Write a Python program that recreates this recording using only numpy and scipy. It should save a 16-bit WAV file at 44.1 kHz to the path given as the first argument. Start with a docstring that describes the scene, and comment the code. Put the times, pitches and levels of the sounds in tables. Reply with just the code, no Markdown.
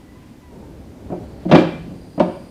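"""A low garden rumble, a faint far whine and light rustling and brushing open it; hollow knocks follow under a porch roof.
A potted plant is lifted by its wire hanger towards a ceiling hook; the knocks, most likely from stepping up
on a stool, are ringing modes plus noise rattles, spread by a reverberant tail and overloading the microphone.
Wire and leaves brush as flurries of filtered ticks; moving about is a dull noise rustle.
The garden is coloured noise, a wavering tone with its octave, and insects in narrow noise bands."""
import sys
import numpy as np
from scipy import signal
from scipy.fft import rfft, irfft
from scipy.io import wavfile

SR = 44100
rng = np.random.default_rng(int(sys.argv[2]) if len(sys.argv) > 2 else 0)


def store_pcm(level_fs):
    """Save levels as 16-bit WAV."""
    pcm = np.round(np.clip(level_fs, -1, 1) * 32767).astype(np.int16)
    wavfile.write(sys.argv[1], SR, np.atleast_2d(pcm).T)


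N = 110250
T = np.arange(N) / SR   # seconds


def from_db(db):
    """Decibels to gain."""
    return 10 ** (np.asarray(db) / 20)


def rms_one(x):
    """Scale to rms 1."""
    return x / np.sqrt(np.mean(x ** 2) + 1e-20)


def at_hz(points, hz):
    """Read a table on a log-frequency axis."""
    f, value = np.transpose(points)
    return np.interp(np.log(np.maximum(hz, 1)), np.log(f), value)


def colour(x, spectrum):
    """Filter a sound to a spectrum table, then scale to rms 1."""
    bins = rfft(x)
    hz = np.arange(len(bins)) * SR / len(x)
    return rms_one(irfft(bins * from_db(at_hz(spectrum, hz)), len(x)))


def noise(spectrum, size=N):
    """Steady noise of a given colour, rms 1."""
    return colour(rng.standard_normal(size), spectrum)


def decay(t, t60_s):
    """Exponential decay that falls 60 dB in t60_s."""
    return np.exp(-np.log(1000) * t / t60_s)


def filtered(x, order, hz, kind):
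    """Butterworth filter; kind is low, high or band."""
    # a tiny offset keeps the filter clear of vanishingly small numbers
    return signal.sosfilt(signal.butter(order, hz, kind, fs=SR, output="sos"), x + 1e-18)


def soften(x, hz):
    """Two-pole low-pass."""
    return filtered(x, 2, min(hz, 0.45 * SR), "low")


def add(out, start_s, x):
    """Mix a sound in at a time."""
    start = int(start_s * SR)
    out[start:start + len(x)] += x[:N - start]


def knocks():
    """Each contact rings the hollow body and sets off a short rattle; soft contacts are duller."""
    # contacts: start_s, ring_db and clatter_db (relative), hardness_hz (low-pass cut-off)
    contacts = [(1.102, -36, -8.5, 598), (1.119, -15.5, -14.5, 860), (1.127, -25.5, -7.5, 650),
                (1.454, -10, -3, 325), (1.493, -13.5, -13, 750), (1.5134, -42, 5, 4860),
                (1.5215, -1.5, 10.5, 2380), (1.533, 0.5, -0.5, 1500), (1.546, -4.5, 2.5, 5600),
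                (1.5522, -1.5, 9, 3240), (1.581, -10.5, -3.5, 3100), (1.908, -24.5, -14.5, 252),
                (2.178, -15.5, -6.5, 900), (2.1975, -43, -7, 8900), (2.2013, -6.5, 5, 1190),
                (2.206, -18.5, 5, 750)]
    # modes of the hollow body: pitch_hz, level_db (relative), t60_s
    body = [(178.3, -3.5, 0.18), (218, -11.5, 0.067), (259.5, -14, 0.14), (315.4, -15, 0.23),
            (352.7, -18, 0.5), (539.6, -12, 0.18), (629.7, -10, 0.064), (716.7, -18, 0.15),
            (760.4, -20.5, 0.13), (875, -39, 0.058), (977.6, -28, 0.34), (1542, -26, 0.077),
            (2366, -23.5, 0.19), (2880, -39, .1)]
    # colour of the dense rattle: frequency_hz, density_db (relative, per Hz)
    clatter_colour = [(30, -19), (110, -6), (180, 4), (320, 8), (450, -3.5), (650, 3.5), (1100, -11),
                      (1600, -12.5), (2100, -17.5), (2600, -14), (4500, -21), (8000, -35), (16000, -48)]
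    mode_spread_db = 1.0   # random change of each mode from contact to contact
    clatter_gain_db, clatter_t60_s, clatter_attack_s = 13.5, 0.1, 0.00033
    bass_cut_hz = 114   # the knocks carry no deep bass

    out, t = np.zeros(N), T[:SR // 2]
    pitch_hz, mode_db, t60_s = np.transpose(body)[:, :, None]
    signs = (-1) ** np.arange(len(body))[:, None]
    modes = signs * np.sin(2 * np.pi * pitch_hz * t) * from_db(mode_db) * decay(t, t60_s)

    burst = (1 - np.exp(-t / clatter_attack_s)) * decay(t, clatter_t60_s)
    burst = burst / np.sqrt(np.sum(burst ** 2))   # unit energy

    for start_s, ring_db, clatter_db, hardness_hz in contacts:
        mode_gains = from_db(ring_db + mode_spread_db * rng.standard_normal(len(body)))
        ring = mode_gains @ modes
        rattle = from_db(clatter_gain_db + clatter_db) * burst * noise(clatter_colour, size=len(t))
        add(out, start_s, soften(ring + rattle, hardness_hz))
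    return filtered(out, 2, bass_cut_hz, "high")


def porch(x):
    """Diffuse reflections between roof and floor build up, then die band by band."""
    # decay of the reverberation: frequency_hz, t60_s
    porch_t60 = [(100, 1.38), (300, 0.4269), (800, 0.46), (2500, 0.71), (6000, .5), (14000, 1.74)]
    # its colour: frequency_hz, level_db (relative)
    porch_colour = [(100, -4), (200, -10), (350, 2.5), (800, -1.5), (2500, -2.5), (5000, -1), (10000, -1)]
    level_db, build_s = -3, 0.007

    t, tail = T[:SR], 0
    edges_hz = np.geomspace(50, 17000, 16)
    white = rng.standard_normal((2, SR))   # neighbouring bands use different noise
    for k, (low_hz, high_hz) in enumerate(zip(edges_hz, edges_hz[1:])):
        band = filtered(white[k % 2], 2, [low_hz, high_hz], "band")
        centre_hz = np.sqrt(low_hz * high_hz)
        band_gain = from_db(at_hz(porch_colour, centre_hz))
        tail = tail + band * band_gain * decay(t, at_hz(porch_t60, centre_hz))
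    tail = tail * (1 - np.exp(-t / build_s))
    tail = tail / np.sqrt(np.sum(tail ** 2))   # unit energy
    return from_db(level_db) * signal.fftconvolve(x, tail)[:N]


def movement_rustle():
    """Moving about with the plant: dull noise whose level rises and falls."""
    # colour: frequency_hz, density_db (relative, per Hz)
    rustle_colour = [(30, -11), (65, 5), (130, 2), (300, 0), (600, -8.5), (1200, -25.5), (3000, -38),
                     (9000, -44), (16000, -58)]
    # loudness curve: time_s, level_db
    rustle_level = [(0, -47.5), (.49, -53.5), (.53, -38.5), (.9, -41.5), (1.22, -34), (1.36, -38),
                    (1.95, -37.5), (2.1, -43), (2.5, -42.5)]
    time_s, level_db = np.transpose(rustle_level)
    return from_db(np.interp(T, time_s, level_db)) * noise(rustle_colour)


def brushes():
    """The wire hanger and leaves brush in short flurries of tiny ticks of uneven size."""
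    # flurries: centre_s, spread_s (standard deviation of the swell), level_db (at the centre)
    flurries = [(0.245, 0.053, -60), (1.437, 0.035, -55.5), (1.501, 0.0082, -41), (1.583, 0.03, -31)]
    # colour of the ticks: frequency_hz, density_db (relative, per Hz)
    tick_colour = [(300, -18), (1000, 15), (3000, 6.5), (6000, -6.5), (10000, -18), (16000, -27)]
    ticks_per_s, size_spread_db = 6900, 3.5

    centre_s, spread_s, level_db = np.transpose(flurries)[:, :, None]
    swells = np.exp(-0.5 * ((T - centre_s) / spread_s) ** 2)
    level = np.sum(from_db(level_db) * swells, axis=0)

    size_db = size_spread_db * np.minimum(rng.exponential(1, N), 4)   # capped so no tick leaps out
    sizes = from_db(size_db) * rng.choice([-1, 1], N)
    ticks = sizes * (rng.random(N) < ticks_per_s / SR)
    return level * colour(ticks, tick_colour)


def garden_rumble():
    """Steady noise, heaviest in the bass."""
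    # colour: frequency_hz, density_db (relative, per Hz)
    garden_colour = [(15, -34), (25, -12), (64, 3), (141, -6.5), (270, -1), (439, -17.5), (840, -19),
                     (1020, -22.5), (1260, -25.5), (2000, -27), (16000, -42.5)]
    return from_db(-44) * noise(garden_colour)


def far_whine():
    """A faint wavering tone and its octave rise a little, then sag, swelling and dipping before they stop."""
    # glide: time_s, pitch_hz, fundamental_db, octave_db
    whine = [(0, 982, -61, -80), (.08, 986, -77, -64), (0.201, 1007, -59.5, -69), (.33, 1020, -67, -66.5),
             (0.409, 1005, -87, -76), (0.471, 987, -55, -60), (.56, 930, -55, -71), (.66, 903, -57.5, -76),
             (.8, 883, -75, -90)]
    pitch_jitter = 0.00704   # rms, as a fraction of the pitch
    flutter_db = 5   # rms of the random level flutter

    time_s, pitch_hz, fundamental_db, octave_db = np.transpose(whine)
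    jitter = pitch_jitter * rms_one(soften(rng.standard_normal(N), hz=60))
    pitch = np.interp(T, time_s, pitch_hz) * (1 + jitter)
    phase = 2 * np.pi * np.cumsum(pitch) / SR

    wander = rms_one(soften(rng.standard_normal(N), hz=28))
    flutter = rms_one(from_db(flutter_db * wander))
    tones = 0
    for harmonic, level_db in ((1, fundamental_db), (2, octave_db)):
        level = np.interp(T, time_s, from_db(level_db), right=0)   # silent after the last row
        tones = tones + level * np.sin(harmonic * phase)
    return np.sqrt(2) * flutter * tones   # the root of 2 makes the table levels rms


def insects():
    """A distant chorus swells in narrow shrill noise bands, one after another."""
    # bands: centre_hz, width_hz, level_db (once swelled), swell_s (middle of the rise)
    chorus = [(4410, 700, -66, 1.2), (4834, 130, -63, 2), (8900, 600, -68, 1.95), (9600, 660, -70.5, 2.25)]
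    rise_s = 0.06
    before = from_db(-16)   # gain ahead of the swell

    out = 0
    for centre_hz, width_hz, level_db, swell_s in chorus:
        edges_hz = [centre_hz - width_hz / 2, centre_hz + width_hz / 2]
        band = rms_one(filtered(rng.standard_normal(N), 2, edges_hz, "band"))
        rise = 0.5 * (1 + np.tanh((T - swell_s) / rise_s))
        out = out + from_db(level_db) * (before + (1 - before) * rise) * band
    return out


def scene():
    """Knocks under the roof, the rustle of moving about, brushing, and the garden."""
    hits = knocks()
    handling = movement_rustle() + brushes()
    garden = garden_rumble() + far_whine() + insects()
    return (hits + porch(hits) + handling + garden)[None]


def record(dry):
    """The microphone overloads: the loudest peaks flatten at full scale; then the top is cut."""
    knee = 40   # higher bends more sharply
    cutoff_hz = 16600
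    clipped = dry / (1 + np.abs(dry) ** knee) ** (1 / knee)
    # steep low-pass, 70 dB down from the cut-off up
    return signal.sosfilt(signal.cheby2(12, 70, cutoff_hz, fs=SR, output="sos"), clipped)


dry = scene()
out = record(dry)
store_pcm(out)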